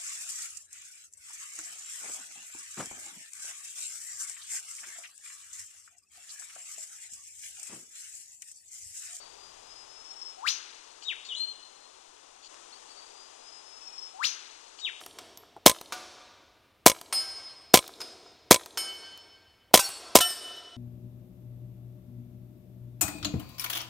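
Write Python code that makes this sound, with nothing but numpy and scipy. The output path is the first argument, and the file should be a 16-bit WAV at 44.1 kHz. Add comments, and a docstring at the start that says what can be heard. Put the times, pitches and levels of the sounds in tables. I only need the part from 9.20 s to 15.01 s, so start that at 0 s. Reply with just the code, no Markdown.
"""In the bush, a small loudspeaker close to the left microphone port loops one phrase of a whipbird duet:
a thin rising whistle, a whip-crack sweep, the mate's two notes and buzzy chips. Notes are gliding sines,
chips are noise through throat resonances; all ring among trees, over the loop's own hiss.
The right port hears the loudspeaker later and duller, round the housing. Faint air, a puff of wind,
a twig tick and a far bird belong to the place itself."""
import sys
import numpy as np
from scipy import signal
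from scipy.fft import rfft, irfft, next_fast_len
from scipy.io import wavfile

SR = 44100
rng = np.random.default_rng(int(sys.argv[2]) if len(sys.argv) > 2 else 0)


def transcribe(u):
    """Save the signal u as a 16-bit wav file named by the first command-line argument.

    u: samples, shape (n,) or (channels, n), limited to [-1, 1]; the rate is SR.
    q: integer samples, one column per channel.
    """
    v = np.clip(np.atleast_2d(u).T, -1, 1)
    q = np.round(v * 32767).astype(np.int16)
    wavfile.write(sys.argv[1], SR, q)


N = 256088
PHRASE_START_S, PHRASE_S = 3.278, 3.765


def syrinx(rows):
    """A gliding sine and its octave overtone. Returns the sound and its send to the trees.
    Each row: time in seconds, pitch in Hz, level in dB, overtone in dB, send in dB."""
    s, hz, db, overtone_db, send_db = np.transpose(rows)
    t = np.arange(s[0], s[-1], 1 / SR)
    pitch_hz = np.exp(np.interp(t, s, np.log(hz)))
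    phase = 2 * np.pi * np.cumsum(pitch_hz) / SR
    wave = np.sin(phase) + from_db(np.interp(t, s, overtone_db)) * np.sin(2 * phase)
    fades = np.clip(np.minimum(t - s[0], s[-1] - t) / .0044, 0, 1)
    sound = np.sqrt(2) * from_db(np.interp(t, s, db)) * fades * wave
    return sound, from_db(np.interp(t, s, send_db)) * sound


def thin_tone(rows, overtone_db=-50, send_db=-15):
    """A nearly pure syrinx note from rows of time, pitch and level."""
    return syrinx([(*row, overtone_db, send_db) for row in rows])


# Whip-crack sweep. Each row: time in seconds, pitch in Hz, relative level in dB.
WHIP_SWEEP = [(1.172, 722, -55), (1.215, 796, -55), (1.236, 969, -41.5), (1.25, 1256, -36),
              (1.263, 1713, -35.5), (1.273, 2310, -30), (1.281, 3085, -28.5), (1.288, 4370, -24.5),
              (1.292, 5520, -29.5), (1.298, 6200, -42), (1.31, 6710, -38)]


def whip(throat_hz=5600):
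    """A fast upward sweep, driest where loudest; the overtone swells through the throat resonance."""
    s, hz, db = np.transpose(WHIP_SWEEP)
    octaves_off = np.abs(np.log2(2 * hz / throat_hz))
    overtone_db = -11.5 - 19 * octaves_off
    send_db = -4.5 + .4 * (db.max() - db)
    return s[0], *syrinx(np.c_[s, hz, db, overtone_db, send_db])


# Rasp resonances. Each row: centre in Hz, width in Hz, relative level in dB.
RASP_BANDS = [(119, 250, -26), (1240, 280, -5), (4230, 2300, 9), (6930, 580, 3), (9060, 240, -7),
              (11200, 2600, -12), (13300, 600, -10), (15500, 400, -23)]


def rasp(peak_s=1.275, lead_s=.04, hold_s=.017, rise_db_per_s=1300, fall_db_per_s=600):
    """Resonant noise at the crack of the whip: steep rise, short hold, slower fall."""
    t = np.arange(0, .15, 1 / SR) - lead_s
    noise = rng.standard_normal(len(t))
    body = sum(from_db(db) * rms_one(formant(noise, hz, width_hz)) for hz, width_hz, db in RASP_BANDS)
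    level_db = -34.5 + rise_db_per_s * np.minimum(t, 0) - fall_db_per_s * np.maximum(t - hold_s, 0)
    return peak_s - lead_s, from_db(level_db) * rms_one(body)


# Whistle climbing in small steps. Each row: time in seconds, pitch in Hz, relative level in dB.
WHISTLE_CLIMB = [(3.678, 4317, -66), (3.69, 4510, -58.5), (3.80, 4554, -53.5), (3.869, 4670, -59),
                 (3.939, 4743, -64), (3.99, 4823, -58.5), (4.08, 4890, -63), (4.24, 5014, -65),
                 (4.28, 5070, -56.5), (4.405, 5076, -56), (4.425, 5150, -59), (4.45, 5200, -58.5),
                 (4.519, 5194, -53), (4.6, 5296, -51.5), (4.681, 5373, -50), (4.778, 5340, -56)]
WAVER_PER_S = 70


def rising_whistle(wobble_hz=16):
    """A long thin note whose pitch trembles a little around its line."""
    s, hz, db = np.transpose(WHISTLE_CLIMB)
    t = np.sort(np.r_[np.arange(s[0], s[-1], 1 / WAVER_PER_S), s])
    pitch_hz = np.interp(t, s, hz) + wobble_hz * rng.standard_normal(len(t))
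    sound, send = thin_tone(np.c_[t, pitch_hz, np.interp(t, s, db)])
    return s[0], sound * waver(len(sound)), send


def waver(size, share=.45):
    """Moving air between the trunks adds a wandering second path: a gain that flickers and dips."""
    knots = round(size / SR * WAVER_PER_S) + 2
    position = np.linspace(0, knots - 1, size)
    draws = rng.standard_normal((2, knots))
    in_phase, quadrature = (np.interp(position, np.arange(knots), draw) for draw in draws)
    return rms_one(np.hypot(1 + share * in_phase, share * quadrature / 2))


# Note before the whistle. Each row: time in seconds, pitch in Hz, relative level in dB.
WHISTLE_LEAD_IN = [(3.52, 4230, -62), (3.53, 4360, -51), (3.545, 4510, -55), (3.59, 4545, -67)]
# End of the whistle. Each row: time in seconds, relative level in dB.
WHISTLE_CLOSE = [(4.775, -56), (4.783, -39.5), (4.798, -43), (4.808, -55), (4.826, -43), (4.862, -46),
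                 (4.89, -55), (4.922, -57), (4.94, -66)]


def whistle_ends(close_hz=5316):
    """A short lead-in note, and a loud close on one pitch: two pulses and a faint tail."""
    close = [(s, close_hz, db) for s, db in WHISTLE_CLOSE]
    return [(rows[0][0], *thin_tone(rows)) for rows in (WHISTLE_LEAD_IN, close)]


# Effort of the falling note. Each row: time in seconds, relative level in dB.
FALL_EFFORT = [(1.848, -44), (1.856, -45), (1.879, -36), (1.902, -35.5), (1.918, -39), (1.931, -48),
               (1.941, -58)]


def falling_note(from_hz=3763, to_hz=1212, hold_s=.031, overtone_db=-45, send_db=-1):
    """The mate holds a pitch, then slides straight down."""
    s, db = np.transpose(FALL_EFFORT)
    t = np.arange(s[0], s[-1], .002)
    hz = np.interp(t, [s[0] + hold_s, s[-1]], [from_hz, to_hz])
    return s[0], *thin_tone(np.c_[t, hz, np.interp(t, s, db)], overtone_db, send_db)


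# Dipping note. Each row: time in seconds, pitch in Hz, relative level in dB, overtone in dB.
DIP_GLIDE = [(2.083, 3830, -47, -42), (2.112, 3050, -40.5, -44), (2.128, 2869, -38, -32),
             (2.143, 2980, -44, -35), (2.152, 3384, -37, -8), (2.162, 4000, -48.5, -23),
             (2.18, 4130, -38, -18), (2.21, 4175, -34, -37), (2.255, 4205, -39, -32),
             (2.30, 4140, -55.5, -24), (2.329, 4180, -68, -25)]


def dipping_note():
    """The mate's pitch dips and climbs; the loud high end stands furthest out of its echo."""
    s, hz, db, overtone_db = np.transpose(DIP_GLIDE)
    send_db = np.minimum(-11.5 + 2.16 * (db.max() - db), 2)
    return s[0], *syrinx(np.c_[s, hz, db, overtone_db, send_db])


# Buzzy chips. Each row: start in seconds, length in seconds, relative level in dB.
CHIP_CALLS = [(1.817, 0.027, -49), (2.045, 0.02, -46.5), (3.224, .055, -54.5)]
# Throat resonances. 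Each row: centre in Hz, width in Hz, gain in dB.
THROAT_BANDS = [(3200, 1100, -5), (4480, 380, 3), (5600, 900, -8), (6900, 800, -4)]


def chips(pulse_hz=134.4, send_db=-2.5):
    """Short bursts of throbbing breath noise through the throat resonances."""
    for start_s, length_s, level_db in CHIP_CALLS:
        t = np.arange(0, length_s, 1 / SR)
        breath = rng.standard_normal(len(t)) * (1 + .16 * np.sin(2 * np.pi * pulse_hz * t))
        voiced = sum(from_db(db) * formant(breath, hz, width_hz) for hz, width_hz, db in THROAT_BANDS)
        voiced = butterworth(voiced, 6, 8000)
        fades = np.clip(np.minimum(t, length_s - t) / .008, 0, 1)
        sound = from_db(level_db) * rms_one(voiced) * fades
        yield start_s, sound, from_db(send_db) * sound


# Ringing among the trunks. Each row: band centre in Hz, near echo level in dB, near T60 in seconds,
# far echo level in dB, far T60 in seconds.
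TREE_ECHOES = [(844, -16, 0.11, -8.5, 0.3), (1820, -1.5, 0.067, -8.5, 1.2), (3140, -0.5, 0.2, -6, 0.98),
               (4300, 2.5, 0.24, -7, 1.57), (6160, 7.5, 0.27, -5.5, 1.5), (10040, 9.5, 0.29, -38, .4)]


def trees(send, trunks_per_s=5000):
    """Separate trunks return a dense, grainy scatter of echoes that dies band by band."""
    t = np.arange(2 * SR) / SR
    centres_hz = np.array(TREE_ECHOES)[:, 0]
    edges_hz = np.r_[300, np.sqrt(centres_hz[1:] * centres_hz[:-1]), 16000]
    trunks = rng.random((2, len(t))) < trunks_per_s / SR
    echoes = np.zeros(len(t))
    for (_, near_db, near_s, far_db, far_s), low, high in zip(TREE_ECHOES, edges_hz, edges_hz[1:]):
        near, far = butterworth(trunks * rng.standard_normal(trunks.shape), 2, [low, high], "band")
        band_share = (high - low) / (SR / 2)
        for scatter, db, t60_s in ((near, near_db, near_s), (far, far_db, far_s)):
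            decay = from_db(-60 * t / t60_s)
            echoes += from_db(db) * rms_one(scatter) * decay * np.sqrt(band_share / np.sum(decay ** 2))
    echoes *= np.clip((t - .001) / .0078, 0, 1)   # ground and twigs answer within a few ms
    return signal.fftconvolve(send, echoes)[:len(send)]


def duet(ground_delay_s=.001203, ground_db=-25):
    """One round of calls with ground and tree echoes, cut off where the loop restarts."""
    t = np.arange(round(PHRASE_S * SR)) / SR
    direct, to_trees = np.zeros((2, len(t)))
    calls = [rising_whistle(), *whistle_ends(), whip(), falling_note(), dipping_note(), *chips()]
    for start_s, sound, send in calls:
        add(direct, phrase_time(start_s), sound)
        add(to_trees, phrase_time(start_s), send)
    add(direct, ground_delay_s, from_db(ground_db) * direct)
    start_s, sound = rasp()
    add(direct, phrase_time(start_s), sound)
    cut = np.clip((t[-1] - t) / .001, 0, 1)
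    return (direct + trees(to_trees)) * cut


# Hiss of the loop. Each row: frequency in Hz, relative density in dB.
HISS_SPECTRUM = [(110, -54), (180, -22), (377, -2.5), (595, -1.5), (734, 0.5), (1080, -1), (1590, -7.5),
                 (2300, -8.5), (3210, -6.5), (4900, -7), (6490, -5), (9220, -12.5), (9890, -20),
                 (10600, -30.5), (12000, -32.5), (15600, -67.5), (22000, -120)]


def loop_hiss(size, fade_in_s=.022, sag_db_per_s=1.0):
    """Hiss that comes up quickly at the start of the phrase, then slowly sags."""
    t = np.arange(size) / SR
    level_db = -53.5 - 7 * np.clip(1 - t / fade_in_s, 0, 1) - sag_db_per_s * t
    return from_db(level_db) * coloured(HISS_SPECTRUM, size)


def loudspeaker(gain_db=5.5, right_hiss_db=-4):
    """The looped duet and hiss reach the left port directly, the right port round the housing."""
    phrase = duet()
    looped = (np.arange(N) - round(PHRASE_START_S * SR)) % len(phrase)
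    birds = phrase[looped]
    hiss = loop_hiss(len(phrase))[looped]
    right = right_port(birds + from_db(right_hiss_db) * hiss)
    return from_db(gain_db) * np.array([birds + hiss, right])


# Path to the right port. Each row: frequency in Hz, loss in dB, phase lag in radians.
HOUSING_SHADOW = [(20, 0, 0), (200, 1, .2), (250, 1, 1.2), (650, 5.5, 3.1), (1000, 11, 4.5),
                  (1550, 25, 7.5), (2000, 15, 9.3), (2200, 8.5, 10), (2500, 16, 11.8), (2900, 4.5, 11.8),
                  (3200, 11, 12.6), (3550, 5.5, 13.2), (3900, 20, 14.7), (4300, 9, 14.6), (5080, 23, 17.5),
                  (5350, 11, 16.3), (5900, 27, 18.5), (6500, 30, 17.8), (8600, 19, 23), (10500, 12, 28),
                  (16000, 22, 40)]


def right_port(x, scatter_db=-29, scatter_t60_s=.36):
    """The housing shadows and delays the sound; things nearby scatter a little of it back."""
    tail = SR // 2
    size = next_fast_len(N + tail)
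    hz = np.arange(size // 2 + 1) * SR / size
    path = from_db(-at_hz(HOUSING_SHADOW, hz)) * np.exp(-1j * at_hz(HOUSING_SHADOW, hz, column=2))
    decay = from_db(-60 * np.arange(tail) / SR / scatter_t60_s)
    scatter = from_db(scatter_db) * rng.standard_normal(tail) * decay / np.sqrt(np.sum(decay ** 2))
    return irfft(rfft(x, size) * (path + rfft(scatter, size)), size)[:N]


# Air of the place. Each row: frequency in Hz, relative density in dB, left-right coherence from 0 to 1.
AIR_SPECTRUM = [(20, 6.5, 1), (32, 3.5, 0.82), (45, -7, .96), (60, 3, 0.99), (80, -8.5, .93),
                (122, -5, 0.66), (250, -22, .5), (600, -2, 0.24), (1410, -0.5, .1), (4000, -54.5, .05),
                (9000, -34, .02), (16000, -22.5, 0.012)]


def air(level_db=-71.5):
    """Faint steady air, alike at both ports in the bass only."""
    hz = np.arange(N // 2 + 1) * SR / N
    coherence = at_hz(AIR_SPECTRUM, hz, column=2)
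    mid, side = rfft(rng.standard_normal((2, N)))
    ports = np.sqrt(1 + coherence) * mid + np.sqrt(1 - coherence) * side * [[1], [-1]]
    return from_db(level_db) * rms_one(irfft(ports * from_db(at_hz(AIR_SPECTRUM, hz)), N))


# Puff dying away. Each row: time in seconds, rumble in dB, leaf hiss in dB.
PUFF_LEVELS = [(0, -74, -76), (.4, -72, -77), (.7, -76, -79), (.8, -79, -100), (1.2, -110, -115)]


def wind_puff():
    """Wind rumbles on both ports and stirs the leaves."""
    s, rumble_db, leaves_db = np.transpose(PUFF_LEVELS)
    t = np.arange(N) / SR
    rumble = coloured([(15, -5), (30, -7), (70, -10.5), (200, -16.5), (400, -66)], N)
    leaves = np.array([coloured([(1500, -36), (5000, -5), (10000, -9), (16000, -8)], N) for _ in range(2)])
    return from_db(np.interp(t, s, rumble_db)) * rumble + from_db(np.interp(t, s, leaves_db)) * leaves


def twig_tick(start_s=3.344, left_db=-41, right_db=-33):
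    """One soft contact rings two damped resonances of a twig."""
    impulse = np.zeros(N)
    impulse[round(start_s * SR)] = 1
    ring = resonate(impulse, hz=2200, width_hz=700) + resonate(impulse, hz=5300, width_hz=1500)
    tick = butterworth(ring, 2, 8000)
    return from_db([[left_db], [right_db]]) * tick / np.max(np.abs(tick))


# Far bird's note. Each row: time in seconds, pitch in Hz, relative level in dB.
FAR_NOTE = [(4.58, 2620, -80), (4.63, 2580, -69), (4.75, 2465, -68), (4.86, 2400, -80), (4.92, 2430, -86)]


def far_bird(pan_db=3):
    """One faint, slightly sinking whistle to the right."""
    track = np.zeros(N)
    sound, _ = thin_tone(FAR_NOTE)
    add(track, FAR_NOTE[0][0], sound)
    return from_db([[-pan_db], [pan_db]]) * track


def from_db(db):
    """Decibels to gain."""
    return 10 ** (np.asarray(db) / 20)


def rms_one(x):
    """Scale to rms 1."""
    return x / np.sqrt(np.mean(x ** 2) + 1e-20)


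def at_hz(points, hz, column=1):
    """Read a spectrum on a log-frequency axis."""
    points = np.array(points)
    return np.interp(np.log(np.maximum(hz, 1)), np.log(points[:, 0]), points[:, column])


def coloured(points, size):
    """Noise of rms 1 shaped to (Hz, dB) points."""
    hz = np.arange(size // 2 + 1) * SR / size
    return rms_one(irfft(rfft(rng.standard_normal(size)) * from_db(at_hz(points, hz)), size))


def resonate(x, hz, width_hz):
    """Two-pole resonance with peak gain 1."""
    r = np.exp(-np.pi * width_hz / SR)
    feedback = [1, -2 * r * np.cos(2 * np.pi * hz / SR), r * r]
    return signal.lfilter(np.array([1, 0, -1]) * (1 - r * r) / 2, feedback, x)


def formant(x, hz, width_hz):
    """Two equal resonances in series."""
    return resonate(resonate(x, hz, width_hz), hz, width_hz)


def butterworth(x, order, hz, kind="low"):
    """Filter with a flat passband."""
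    return signal.sosfilt(signal.butter(order, hz, kind, fs=SR, output="sos"), x)


def add(track, start_s, sound):
    """Mix a sound into a track."""
    at = round(start_s * SR)
    track[at:at + len(sound)] += sound[:len(track) - at]


def phrase_time(scene_s):
    """Seconds since the phrase last began."""
    return (scene_s - PHRASE_START_S) % PHRASE_S


def scene():
    """Loudspeaker and place together, left and right."""
    return loudspeaker() + air() + wind_puff() + twig_tick() + far_bird()


def record(dry):
    """A steep low-pass cuts the top treble."""
    return signal.sosfilt(signal.cheby2(24, 70, 15720, fs=SR, output="sos"), dry)


dry = scene()
out = record(dry)
transcribe(out)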